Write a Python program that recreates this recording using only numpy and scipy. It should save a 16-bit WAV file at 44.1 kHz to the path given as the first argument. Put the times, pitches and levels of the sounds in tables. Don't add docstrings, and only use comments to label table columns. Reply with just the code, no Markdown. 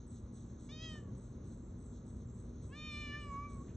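import sys
import numpy as np
from scipy import signal
from scipy.fft import rfft, irfft
from scipy.io import wavfile

SR = 44100
rng = np.random.default_rng(int(sys.argv[2]) if len(sys.argv) > 2 else 0)


def put_to_file(sound):
    columns = np.atleast_2d(sound).T
    safe = np.clip(columns, -1, 1)
    whole_steps = np.round(safe * 32767)
    wavfile.write(sys.argv[1], SR, whole_steps.astype(np.int16))


N = 165816
T = np.arange(N) / SR
HZ = np.maximum(np.fft.rfftfreq(N, 1 / SR), 1)

# f/Hz, level/dB per Hz
TRAFFIC_SPECTRUM = [(20, -97), (32, -84.5), (50, -69), (80, -68.5), (115, -72.5), (160, -75), (220, -74),
                    (290, -80), (400, -84), (560, -92), (750, -102), (1100, -105), (1500, -108),
                    (2000, -114), (3000, -123), (9000, -150)]
# t/s, deep rumble gain/dB, upper roar gain/dB
TRAFFIC_GAIN = [(0, -0.5, -2.5), (.7, -1, -1.5), (1.3, 0, 0.5), (1.7, -1, -0.5), (2.2, 0.5, -1.5),
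                (2.8, 2, 0.5), (3.3, 1.5, -1), (3.76, 0, 1.5)]
# f/Hz, rms level/dB
HUM_TONES = [(59.5, -63.5), (120, -58.5), (240, -59.5)]
# f/Hz, level/dB per Hz
CHORUS_SPECTRUM = [(2400, -140), (3100, -123), (3550, -115), (4130, -113), (4450, -123), (5300, -124),
                   (5850, -111), (6300, -105), (6750, -111), (7100, -121), (8100, -123), (8600, -155)]
# f/Hz, level/dB per Hz
AIR_SPECTRUM = [(30, -102), (70, -96), (170, -102), (400, -95), (700, -105), (1100, -101), (1400, -109),
                (1900, -126), (4000, -132), (8000, -135), (9000, -155)]
# start t/s, length/s, level/dB
HIGH_RASPS = [(.06, 0.095, -69.5), (.32, 0.087, -70.5), (.585, 0.094, -74.5), (.87, 0.1, -73.5),
              (1.15, 0.12, -73.5), (1.44, 0.14, -76), (1.77, 0.12, -74.5), (2.05, 0.11, -74),
              (2.33, 0.12, -74.5), (2.61, .11, -74), (2.9, 0.07, -71), (3.19, 0.079, -71),
              (3.48, 0.11, -71)]
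LOW_RASPS = [(.09, 0.076, -77), (.37, 0.16, -80), (.6, 0.053, -76), (.8, 0.26, -79), (1.21, 0.084, -81),
             (1.47, 0.2, -80), (1.63, 0.075, -79), (1.84, 0.13, -75), (2.1, 0.091, -85),
             (2.25, 0.14, -76.5), (2.66, .1, -81.5), (2.99, 0.099, -75.5), (3.26, 0.092, -74),
             (3.56, 0.18, -77)]
# t/s, level/dB, centre f/Hz, spread/Hz, fade time/s
PAW_STEPS = [(0.459, -80, 3000, 1500, 0.0027), (0.956, -54.5, 800, 376, 0.003),
             (3.68, -68.5, 1510, 1500, 0.041)]
# t/s, f/Hz
SHORT_PITCH = [(.688, 556), (.703, 581.5), (.725, 612), (.78, 623), (.825, 643), (.84, 647), (.88, 637),
               (.96, 605.6), (1.0, 587), (1.11, 550)]
LONG_PITCH = [(2.69, 495), (2.728, 551), (2.764, 600.4), (2.862, 610.6), (2.95, 589.7), (3.002, 597),
              (3.1, 581.8), (3.19, 597.1), (3.27, 576), (3.346, 557.4), (3.46, 582.7), (3.526, 562),
              (3.615, 544), (3.64, 607)]
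# t/s, level/dB before shaping, first resonance f/Hz, second resonance f/Hz
SHORT_MOUTH = [(0.691, -78, 2065, 3160), (.73, -74.5, 2110, 3550), (.77, -75, 2200, 3400),
               (.84, -69, 2116, 3370), (.91, -72, 2120, 3254), (.98, -76, 1810, 3130),
               (1.019, -87, 1630, 3040), (1.11, -76, 1352, 3000)]
LONG_MOUTH = [(2.691, -87.5, 1037, 2880), (2.73, -74.5, 1640, 2930), (2.78, -72.5, 2050, 3310),
              (2.86, -69.5, 2267, 3295), (2.98, -67.5, 2120, 3200), (3.08, -67, 1940, 2980),
              (3.161, -66, 1750, 2860), (3.23, -67, 1515, 2880), (3.33, -67.5, 1087, 2427),
              (3.45, -67.5, 1089, 2380), (3.51, -77, 1020, 2320), (3.56, -73.5, 970, 2400),
              (3.629, -76, 1000, 2500)]
# f/Hz, gain/dB
SHORT_COLOUR = [(620, 5.5), (1250, 0.5), (1900, -5.5), (2500, -7), (3150, -2), (3750, 5), (4400, 10),
                (5200, 24.5), (5800, 22), (6500, 34), (7300, 14.5), (8300, 10), (9500, -7)]
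LONG_COLOUR = [(600, 0), (1200, 5), (1800, -9), (2400, 2.5), (3000, -7), (3600, 5), (4250, 12), (4750, 12),
               (5300, 23.5), (6000, 17), (6650, 29.5), (7400, 16.5), (8200, 19.5), (9000, 19.5),
               (11000, 13.5)]
# t/s, width/s, extra wobble/share of the pitch
VOICE_CATCHES = [(0.693, 0.011, .028), (0.837, 0.01, 0.014), (2.948, 0.0033, 0.014), (3.37, 0.055, .004),
                 (3.58, .05, .006)]
# delay/s, gain/dB
STREET_ECHOES = [(.031, -31), (.074, -19.5), (.128, -39)]
# f/Hz, phase/rad
PORT_PHASE = [(60, 0), (170, -.07), (300, -.27), (450, -.65), (650, -1.1), (850, -1.0), (1100, -.15),
              (1500, 0), (2000, .1), (2500, 1.05), (3000, .8), (3300, .35), (4200, .6), (4550, 1.3),
              (4870, 3.14), (5200, 6.0), (6000, 6.9), (8000, 7.85)]
# f/Hz, level/dB
PORT_BALANCE = [(100, .1), (200, .4), (350, 1.4), (700, -.5), (1150, -2.2), (1700, -.2), (8000, 0)]


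def from_db(db):
    return 10 ** (np.asarray(db) / 20)


def in_time(rows):
    times, *columns = np.transpose(rows)
    return [np.interp(T, times, column) for column in columns]


def at_hz(points, hz):
    f, value = np.transpose(points)
    return np.interp(np.log(hz), np.log(f), value)


def band(centre_hz, spread_hz):
    bell = np.exp(-.5 * ((HZ - centre_hz) / spread_hz) ** 2)
    x = irfft(rfft(rng.standard_normal(N)) * bell, N)
    return x / x.std()


def drift(rate_hz):
    return band(0, rate_hz)


def noise(spectrum):
    return irfft(rfft(rng.standard_normal(N)) * from_db(at_hz(spectrum, HZ)), N) * np.sqrt(SR / 2)


def traffic(split_hz=140, swell_db=.78):
    rumble_db, upper_db = in_time(TRAFFIC_GAIN)
    whole = noise(TRAFFIC_SPECTRUM) * from_db(swell_db * drift(3.7))
    rumble = irfft(rfft(whole) / (1 + (HZ / split_hz) ** 4), N)
    return rumble * from_db(rumble_db) + (whole - rumble) * from_db(upper_db)


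def mains_hum(waver_db=1.5):
    hum = np.zeros(N)
    for hz, db in HUM_TONES:
        peak = np.sqrt(2) * from_db(db + waver_db * drift(3.4))
        hum += peak * np.sin(2 * np.pi * hz * T + .66 * drift(3))
    return hum


def insect_chorus(flicker_db=2.5):
    return noise(CHORUS_SPECTRUM) * from_db(flicker_db * drift(10))


def port_air():
    return np.array([noise(AIR_SPECTRUM), noise(AIR_SPECTRUM)])


def insect(rasps, centre_hz, spread_hz, stroke_hz=76.3, stroke_depth=.41, rise_s=.025, fade_s=.055):
    loudness = np.zeros(N)
    for start, length, db in rasps:
        rise = np.clip((T - start) / rise_s, 0, 1)
        fade = np.exp(-np.maximum(T - start - length + rise_s, 0) / fade_s)
        loudness += from_db(db) * rise * fade
    stroke_rate = stroke_hz * (1 + .05 * drift(7.5))
    strokes = 1 + stroke_depth * np.sin(2 * np.pi * np.cumsum(stroke_rate) / SR)
    return loudness * strokes * band(centre_hz, spread_hz)


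def footfalls(rise_s=.00092):
    steps = np.zeros(N)
    for t, db, hz, spread_hz, fade_s in PAW_STEPS:
        rise = np.clip((T - t) / rise_s + 1, 0, 1) ** 2
        fade = np.exp(-np.maximum(T - t, 0) / fade_s)
        steps += from_db(db) * band(hz, spread_hz) * rise * fade
    return steps


def resonance(hz, centre_hz, width_hz):
    return 1 / (1 - (hz / centre_hz) ** 2 + 1j * hz * width_hz / centre_hz ** 2)


def meow(pitch_curve, mouth_curve, colour, lips_close_s, muffle_db_per_octave_s,
         harmonics=19, jitter=.0025, breath_db=-28, muffle_hz=1200, rise_s=.005, fall_s=.0096):
    start, end = pitch_curve[0][0], pitch_curve[-1][0]
    calling = (T > start) & (T < end)
    pitch, level_db, first_hz, second_hz = [
        curve[calling] for curve in in_time(pitch_curve) + in_time(mouth_curve)]
    catches = sum(share * np.exp(-.5 * ((T - t) / width) ** 2) for t, width, share in VOICE_CATCHES)
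    wobble = (jitter * drift(69) + catches * drift(270))[calling]
    phase = 2 * np.pi * np.cumsum(pitch * (1 + wobble)) / SR
    lost_db_per_octave = muffle_db_per_octave_s * np.maximum(T[calling] - lips_close_s, 0)
    shimmer_db = 1.41 * drift(8.4) + .5 * drift(4)
    breath = from_db(breath_db) * drift(220)
    voice = np.zeros(N)
    for k in range(1, harmonics + 1):
        hz = k * pitch
        shift = k * N // harmonics
        own_db = np.roll(shimmer_db, shift)[calling]
        rasp = 1 + np.roll(breath, shift)[calling]
        mouth = resonance(hz, first_hz, width_hz=112) * resonance(hz, second_hz, width_hz=122)
        muffle_db = lost_db_per_octave * np.maximum(np.log2(hz / muffle_hz), 0)
        gain = from_db(level_db + at_hz(colour, hz) + own_db - muffle_db)
        voice[calling] += gain * rasp * np.real(mouth * np.exp(1j * k * phase))
    return voice * np.clip((T - start) / rise_s, 0, 1) * np.clip((end - T) / fall_s, 0, 1)


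def street(x, tail_db=-23.5, tail_s=.61):
    tail = rng.standard_normal(N) * from_db(-60 * T / tail_s)
    reverb = signal.fftconvolve(x, tail / np.linalg.norm(tail))[:N]
    echoes = sum(from_db(db) * np.interp(T - delay, T, x) for delay, db in STREET_ECHOES)
    return x + from_db(tail_db) * reverb + echoes


def ports(x):
    left = np.exp(.5j * at_hz(PORT_PHASE, HZ)) * from_db(at_hz(PORT_BALANCE, HZ) / 2)
    return irfft(rfft(x) * np.array([left, 1 / left]), N)


def scene():
    short_call = meow(SHORT_PITCH, SHORT_MOUTH, SHORT_COLOUR,
                      lips_close_s=.96, muffle_db_per_octave_s=120)
    long_call = meow(LONG_PITCH, LONG_MOUTH, LONG_COLOUR,
                     lips_close_s=3.464, muffle_db_per_octave_s=65)
    cat = street(short_call + long_call)
    high_insect = insect(HIGH_RASPS, centre_hz=7888, spread_hz=153)
    low_insect = insect(LOW_RASPS, centre_hz=7504, spread_hz=210)
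    steps = footfalls()
    evening = traffic() + mains_hum() + insect_chorus()
    return ports(evening + high_insect + low_insect + steps + cat) + port_air()


def record(dry, cutoff_hz=11500):
    ease = np.clip(np.minimum(T, T[-1] - T) / .002, 0, 1)
    treble_cut = signal.ellip(10, .1, 70, cutoff_hz, fs=SR, output="sos")
    return signal.sosfilt(treble_cut, dry * ease)


dry = scene()
out = record(dry)
put_to_file(out)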